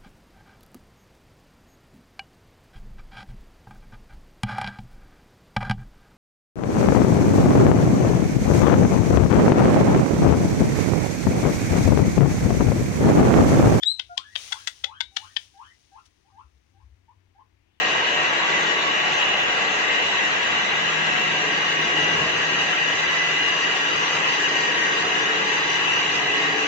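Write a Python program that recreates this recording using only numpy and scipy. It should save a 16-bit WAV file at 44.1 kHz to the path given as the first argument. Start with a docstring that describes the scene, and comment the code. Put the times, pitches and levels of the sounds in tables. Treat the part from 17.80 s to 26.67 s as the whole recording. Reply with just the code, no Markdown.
"""A hard-walled workshop, where machines run steadily and a microphone moves slowly past crates of parts.
Friction drives the narrow resonances of steel, which rasps, sings and now and then surges or squeals.
Gears whine and flare, motors hum and air hisses over the diffuse roar of machines farther off.
Reflections interfere, so the tones fade and return; hum and drone change with the microphone's place."""
import sys
import numpy as np
from scipy import signal
from scipy.fft import rfft, irfft, next_fast_len
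from scipy.io import wavfile
from scipy.ndimage import uniform_filter1d, map_coordinates

SR = 44100
rng = np.random.default_rng(int(sys.argv[2]) if len(sys.argv) > 2 else 0)


def materialize(psi):
    """Save the field psi as 16-bit PCM at rate SR to the path in sys.argv[1].

    A 1-D psi becomes a single channel; in a 2-D psi each row is a channel.
    """
    bounded = np.clip(np.atleast_2d(psi).T, -1, 1)
    quanta = np.round(bounded * 32767).astype(np.int16)
    wavfile.write(sys.argv[1], SR, quanta)


N = 391166
T = np.arange(N) / SR
TREBLE_SHARE = .37  # share of the nearness level that hiss, rasp and overtones follow


def amp(db):
    """Amplitude ratio of a level in decibels."""
    return 10 ** (np.asarray(db) / 20)


def unit(x):
    """Normalisation to rms 1."""
    return x / np.sqrt(np.mean(np.abs(x) ** 2) + 1e-20)


def along(points, hz):
    """Interpolation of (frequency_hz, value) points on a logarithmic frequency axis."""
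    frequencies, values = np.transpose(points)
    return np.interp(np.log(hz + 1), np.log(frequencies + 1), values)


def envelope(points):
    """Linear interpolation of (time_s, value) points at every sample."""
    return np.interp(T, *np.transpose(points))


def wobble(rate):
    """Smooth random modulation with `rate` knots a second."""
    coarse = T[::64]
    knots = rng.standard_normal(1024)
    return np.interp(T, coarse, map_coordinates(knots, [coarse * rate], mode="mirror"))


def swells(rows):
    """Sum in dB of raised-cosine swells, each given as (middle_s, length_s, rise_db)."""
    return sum(db * np.cos(np.pi * np.clip((T - middle) / length, -.5, .5)) ** 2
               for middle, length, db in rows)


def spread(pair, hz):
    """Spatial coherence: two signals become left and right, alike in the bass, unlike in the treble."""
    # likeness of the channels: frequency_hz, correlation
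    coherence = [(60, .96), (180, .99), (280, .94), (380, .73), (550, .42), (800, .28), (1160, -.15),
                 (1550, -.2), (2300, .16), (3200, -.04), (6000, 0)]
    # balance of the channels: frequency_hz, left_minus_right_db
    balance = [(200, .1), (300, .3), (450, 1.8), (900, 1), (1400, 3), (1700, 3.6), (2000, 2), (2300, .3),
               (2800, 1.7), (3200, 1.5), (3700, -.8), (7000, -.8)]
    angle = np.arccos(np.clip(along(coherence, hz), -1, 1)) / 2
    mid, side = np.cos(angle) * pair[0], np.sin(angle) * pair[1]
    lean = amp(along(balance, hz) / 2)
    return np.array([(mid + side) * lean, (mid - side) / lean])


def patchy(pair, depth_db):
    """Random colouring: narrow ridges shift slowly in the treble, and broader patches flicker in level."""
    hz, _, spectra = signal.stft(pair, SR, nperseg=1024)
    ridges = uniform_filter1d(rng.standard_normal(spectra.shape), size=60, axis=2)
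    patches = uniform_filter1d(rng.standard_normal(spectra.shape), size=5, axis=1)
    flicker = uniform_filter1d(patches, size=5, axis=2)
    treble = np.clip(hz / 1200, 0, 1)[:, None]
    field_db = depth_db * unit(.7 * unit(ridges) + unit(flicker)) * treble
    return signal.istft(spectra * amp(field_db), nperseg=1024)[1][:, :pair.shape[1]]


def diffuse_noise(colour, patchy_db):
    """A diffuse field: stereo noise of rms 1, shaped by the gain colour(hz)."""
    size = next_fast_len(N)
    hz = np.fft.rfftfreq(size, 1 / SR)
    pair = rng.standard_normal((2, size))
    if patchy_db:
        pair = patchy(pair, patchy_db)
    return unit(irfft(spread(rfft(pair) * colour(hz), hz), size)[:, :N])


def rush(spectrum, patchy_db=0):
    """Broadband noise with a spectral envelope of (frequency_hz, level_db) points."""
    return diffuse_noise(lambda hz: amp(along(spectrum, hz)), patchy_db)


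def ringing(modes, patchy_db=0):
    """Resonance under random excitation: the powers of the modes add."""
    def colour(hz):
        powers = (amp(db) ** 2 / (1 + ((hz - pitch) / width) ** 2) ** 2 for pitch, width, db in modes)
        return np.sqrt(sum(powers))
    return diffuse_noise(colour, patchy_db)


def tone(hz, drift_hz, scatter, fade_rate):
    """Multipath interference: a tone's reflections add and cancel as the microphone moves."""
    phase = 2 * np.pi * np.cumsum(hz + drift_hz * wobble(3)) / SR
    paths = []
    for lag in 2 * np.pi * rng.random(2):
        in_phase = np.cos(lag) + scatter * wobble(fade_rate)
        quadrature = np.sin(lag) + scatter * wobble(fade_rate)
        paths.append(unit(in_phase * np.cos(phase) + quadrature * np.sin(phase)))
    return spread(paths, hz)


def chirps(rows, slide_hz_per_s=19):
    """Linear chirps: brief tones swell, slide up or down and fade, each from its own direction."""
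    out = np.zeros((2, N))
    for (middle, length, db, hz), (offset, slide, side) in zip(rows, rng.standard_normal((len(rows), 3))):
        span = slice(*np.searchsorted(T, [middle - length / 2, middle + length / 2]))
        t = T[span] - middle
        phase = 2 * np.pi * (offset + (hz + slide * slide_hz_per_s * t / 2) * t)
        pair = np.sqrt(2) * np.array([np.cos(phase), np.sign(side) * np.sin(phase + side / 2)])
        out[:, span] += amp(db) * np.cos(np.pi * t / length) ** 2 * spread(pair, hz)
    return out


def distant_machines(near_db):
    """Incoherent summation: far machines blend into rumble, drone, whir and a rush like running belts."""
    # spectra of the four noises: frequency_hz, relative_db
    rumble_spectrum = [(20, -28), (45, -18), (62, -11), (80, -5), (105, -3), (125, -3), (148, 4),
                       (175, -8.5), (215, -3), (260, -10.5), (600, -53)]
    drone_spectrum = [(100, -44.5), (165, -2.5), (205, -3), (245, -7), (310, 3), (420, 3), (520, -1.5),
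                      (750, -31), (1500, -66)]
    whir_spectrum = [(250, -36.5), (450, -10), (520, -4), (750, -2), (900, -2.5), (1400, -11), (2500, -10),
                     (3600, -34.5), (6000, -52.5)]
    belt_spectrum = [(750, -35.5), (950, 1), (1030, -0.5), (1180, 2.5), (1250, -3), (1350, 3), (1500, -3.5),
                     (1780, -6), (2200, -4.5), (2900, -9), (3400, -11), (6000, -50.5)]
    # swells of the rumble, shared in part by drone and whir: middle_s, length_s, rise_db
    heaves = [(4.33, 0.87, 11), (8.28, .7, 3.5)]
    # the drone from place to place: time_s, level_db
    drone_levels = [(0, -37), (.45, -38), (.85, -35.5), (1.5, -39), (2.3, -40), (2.9, -40.5), (3.6, -37.5),
                    (4.4, -36), (5.35, -40.5), (5.8, -38.5), (6.4, -39.5), (7.3, -35.5), (8.1, -39.5),
                    (8.7, -37.5)]
    heave_db = swells(heaves)
    rumble = amp(-50.5 + heave_db + 2.3 * wobble(14)) * rush(rumble_spectrum)
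    drone = amp(envelope(drone_levels) + .28 * heave_db) * rush(drone_spectrum)
    whir = amp(-31 + near_db + .25 * heave_db) * rush(whir_spectrum, patchy_db=3)
    belts = rush(belt_spectrum, patchy_db=3.8) * amp(-30 + .2 * near_db + .32 * wobble(20))
    return rumble + drone + whir + belts


def air(near_db):
    """Flow noise: a fine hiss flutters, and a leak's faint whistle sputters and wavers in pitch."""
    # spectrum of the hiss: frequency_hz, relative_db
    hiss_spectrum = [(1800, -30), (3100, -4.5), (3600, -3), (4050, -3.5), (4300, -2.5), (4520, -2.3),
                     (4680, -6), (5100, -6), (5700, -5), (6050, -2), (6330, 1.5), (6450, -10), (6750, -10),
                     (6900, -4.5), (7500, -6)]
    # whistling bands of the leak: pitch_hz, half_width_hz, relative_db
    nozzle_modes = [(3860, 90, -4), (4815, 48, 5.3), (5895, 70, 4.2), (6290, 105, 1)]
    # how openly the leak faces the microphone: time_s, relative_db
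    leak_facing = [(0, -53), (3.3, -55), (3.55, -46.5), (3.8, -48), (4.05, -44), (5.5, -43), (6.4, -41),
                   (7.5, -42.5), (8.87, -42.5)]
    waver_s, sputter_rate = .00022, 15
    hiss, leak = rush(hiss_spectrum, patchy_db=3), ringing(nozzle_modes, patchy_db=3)
    warped_time = T + waver_s * wobble(sputter_rate)  # a varying delay bends the pitch
    leak = unit(np.array([np.interp(warped_time, T, side) for side in leak]))
    leak_db = envelope(leak_facing) + 3.3 + 1.5 * wobble(sputter_rate)
    hiss_db = -32.5 + TREBLE_SHARE * near_db + .76 * wobble(22)
    return amp(hiss_db) * hiss + amp(leak_db) * leak


def motors():
    """Standing waves: a motor's hum varies by place over mains hum, whose band near 200 Hz swells and fades."""
    # the motor's standing wave along the microphone's path: time_s, level_db
    hum_levels = [(0, -68), (.8, -49), (2.4, -69), (3, -45), (4.3, -41.5), (5.1, -45.5), (6, -46.5),
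                  (6.8, -49.5), (7.85, -48), (8.87, -48)]
    # band of mains hum near 200 Hz, louder from 1 to 3 s: time_s, level_db
    buzz_levels = [(0, -65), (1.1, -47.5), (1.8, -51), (2.6, -46.5), (3.4, -47), (4.25, -55.5), (4.9, -60),
                   (8.87, -59)]
    # shape of that mains band: pitch_hz, half_width_hz, relative_db
    buzz_band = [(207, 26, 0)]
    # mains harmonics: pitch_hz, relative_db
    harmonics = [(50, -65.5), (100, -68), (200, -55)]
    hum_db = envelope(hum_levels) + 1.1 * wobble(8.9)
    hum = amp(hum_db) * tone(158.8, drift_hz=.6, scatter=.27, fade_rate=18)
    buzz = amp(envelope(buzz_levels)) * ringing(buzz_band, patchy_db=-1.5)
    mains = sum(amp(db - 2.5) * tone(hz, drift_hz=.1, scatter=.45, fade_rate=3.3) for hz, db in harmonics)
    return hum + buzz + mains


def fan():
    """Flow-excited resonance: a fan's housing rings around its tones, all louder when near."""
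    # tones of the fan: pitch_hz, relative_db
    partials = [(285, -52.5), (300, -51), (408, -54), (424, -51), (439, -47.5), (452, -50.5), (461, -48.5),
                (799, -50)]
    # resonance of the housing: pitch_hz, half_width_hz, relative_db
    housing_modes = [(427, 81, 0)]
    # nearness of the fan: time_s, gain_db
    nearness = [(0, -4), (2.7, 0.5), (3.5, -1), (5.3, 0), (6.2, 2), (7.55, 4), (8.05, -1), (8.7, 7)]
    tones = sum(amp(db) * tone(hz, drift_hz=.52, scatter=.76, fade_rate=2.5) for hz, db in partials)
    housing = amp(-47) * ringing(housing_modes)
    return amp(envelope(nearness)) * (tones + housing)


def flare_db(hz):
    """Amplitude modulation: the whine at this pitch flares up and sinks back."""
    # flares of single whines: middle_s, length_s, rise_db, pitch_hz
    flares = [(.02, .4, 8, 1875), (.38, .35, 13, 731), (0.757, 1.7, 8.5, 1137), (0.736, .3, 12.5, 2010),
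              (.8, .57, 6.5, 1875), (1.22, .45, 9.5, 731), (1.68, .6, 10, 731), (2.053, .35, 5, 2010),
              (2.12, .35, 5, 1875), (2.457, .35, 9, 1875), (2.48, .3, 4, 731), (2.746, .33, 6, 1137),
              (2.751, .4, 13, 731), (3.285, .44, 7.5, 1645), (3.35, .45, 14.5, 731), (3.62, .3, 12.5, 731),
              (3.796, .6, 5.5, 1875), (4.776, .35, 8, 1875), (4.9, .4, 9, 731), (5.065, .35, 11, 1875),
              (5.433, 1, 11, 2010), (6.064, .37, 8, 1645), (6.895, 4.9, 7, 960), (6.8, 4.1, 4, 1096),
              (7, 1.3, 7.5, 1875), (7.11, 1.2, 9, 1848), (7.298, .4, 8, 731), (7.5, 1, 2, 2010),
              (7.6, .6, 3, 1875), (7.703, 3.6, 4, 853), (8.42, .4, 10, 731), (8.6, .62, 8.5, 2010),
              (8.647, .39, 13, 1848)]
    return swells([swell for *swell, pitch in flares if abs(pitch - hz) < 12])


def leading_whine(hz):
    """A tone in narrowband noise: the whine and its rough, ringing fringe flare together."""
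    clean = tone(hz, drift_hz=1.4, scatter=.34, fade_rate=14)
    fringe = amp(-10.5) * ringing([(hz, 35, 0)])
    return amp(-37.8 + flare_db(hz)) * (clean + fringe)


def gears():
    """Frequency modulation: whines waver with the load, the higher ones more; two stand out."""
    # gear and shaft whines between flares: pitch_hz, level_db
    whines = [(493, -54), (515, -53), (662, -53), (731, -49), (853, -46), (960, -46), (994, -47),
              (1096, -42), (1137, -43), (1279, -48), (1562, -44), (1645, -40.5), (1708, -45), (1848, -44),
              (1990, -42), (2654, -42.5), (2703, -44), (2845, -41), (2922, -42)]
    faint = 0
    for hz, db in whines:
        whine = tone(hz, drift_hz=.0009 * hz, scatter=.25 + hz / 10000, fade_rate=5 + .004 * hz)
        faint += amp(db + flare_db(hz)) * whine
    return faint + leading_whine(hz=1875) + leading_whine(hz=2010)


def rasp(near_db):
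    """Friction noise: the grinding contact scrapes and chatters through broad, damped resonances."""
    # resonances of the contact: pitch_hz, half_width_hz, relative_db
    contact_modes = [(3260, 90, -1), (3380, 40, -2.5), (3555, 50, 1), (3830, 42, 2.5), (3940, 45, -1.5),
                     (4085, 40, -.5)]
    chatter_db = wobble(rate=90)
    return amp(-38.7 + TREBLE_SHARE * near_db + chatter_db) * ringing(contact_modes, patchy_db=4)


def overtones(near_db, per_second=260):
    """Modal excitation: grinding wakes high modes of the steel at random; each sings for a moment."""
    # spectral envelope of the overtones: frequency_hz, relative_db
    colour = [(2280, -2), (2450, 0), (2650, 3), (2850, 4.5), (3000, 2.5), (3070, -5), (3150, -1.5),
              (3300, -2.5), (3450, -4), (3550, -1), (3700, -5), (3850, -.5), (3970, -3), (4080, -2),
              (4150, -6)]
    count = int(per_second * N / SR)
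    when, pitch, life = rng.random((count, 3)).T
    middle_s, length_s = when * N / SR, .058 * (.5 + life)
    hz = np.interp(pitch, [0, 1], [2280, 4150])
    peak_db = -40.4 + along(colour, hz) + 1.6 * rng.standard_normal(count)
    return amp(TREBLE_SHARE * near_db) * chirps(np.transpose([middle_s, length_s, peak_db, hz]))


def squeals():
    """Stick-slip oscillation: the steel catches and one resonance squeals briefly."""
    # catches of the steel: middle_s, length_s, peak_db, pitch_hz
    catches = [(1.8, 0.23, -39, 1705), (2.12, .35, -32.5, 2092), (2.42, 0.23, -31, 2700),
               (3.42, 0.17, -27.5, 2700), (4.26, .42, -28.5, 1976), (4.27, 0.7, -28.5, 2828),
               (4.73, 0.18, -41, 2910), (5, .22, -32, 2700), (5.62, 0.54, -27, 2845),
               (5.78, .25, -34, 1708), (6.15, 0.9, -53, 2926), (6.6, 0.27, -34, 2925),
               (7.1, 0.3, -38, 1558), (8.1, 0.26, -28.5, 2652), (8.17, 0.68, -30, 2848)]
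    return chirps(catches)


def steel():
    """Friction-driven resonance: uneven contact makes steel swell and chatter; surges brighten it."""
    # lower and upper resonances of the steel: pitch_hz, half_width_hz, relative_db
    low_modes = [(1515, 18, -9), (1556, 14, -5.5), (1605, 22, -2.5), (1660, 45, -7.5), (1702, 16, -2),
                 (1835, 30, -8), (1872, 20, -2), (1915, 60, -5.5), (1984, 14, -2), (2035, 45, -4.5),
                 (2101, 13, -2), (2310, 35, -9), (2370, 20, -11)]
    high_modes = [(2420, 16, -6), (2468, 14, -6.5), (2515, 20, -9), (2560, 13, -4), (2615, 30, -4),
                  (2654, 15, -1), (2700, 18, -1.5), (2752, 22, -2), (2797, 20, -2), (2842, 13, 2),
                  (2882, 25, 0), (2922, 15, 2.5), (2982, 22, -2.5), (3018, 12, -4), (3125, 14, -9),
                  (3158, 14, -11)]
    # moments of harder rubbing: middle_s, length_s, rise_db
    surges = [(1.45, 0.65, 2.8), (2.22, 0.27, 3.5), (4.25, 0.37, 0.5), (4.8, 0.53, 3), (5.62, 0.77, 1),
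              (6.3, 2.2, 1.2), (8.13, 0.58, 3)]
    surge_db = swells(surges)
    low, high = ringing(low_modes, patchy_db=1.7), ringing(high_modes, patchy_db=1.5)
    low_db = -27 - .24 * surge_db + .37 * wobble(1.9)  # the lower modes give way in a surge
    high_db = -27.5 + surge_db + 1.1 * wobble(70)
    return amp(low_db) * low + amp(high_db) * high


def scene():
    """Superposition: the sound pressures of all the machines add at the microphone."""
    # nearness of the whirring machines: time_s, gain_db
    nearness = [(0, 2.5), (1.4, 2.5), (3.2, -0.5), (5.7, -2), (6.5, -0.5), (8.1, -2), (8.87, -2.5)]
    near_db = envelope(nearness)
    background = distant_machines(near_db)
    grinding = steel() + rasp(near_db) + squeals() + overtones(near_db)
    return background + grinding + gears() + motors() + fan() + air(near_db)


def record(dry):
    """Band limiting: an ideal low-pass filter passes nothing above its cutoff."""
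    cutoff_hz = 7540
    size = next_fast_len(N + SR // 4)
    passband = np.fft.rfftfreq(size, 1 / SR) < cutoff_hz
    return irfft(rfft(dry, size) * passband, size)[..., :N]


dry = scene()
out = record(dry)
materialize(out)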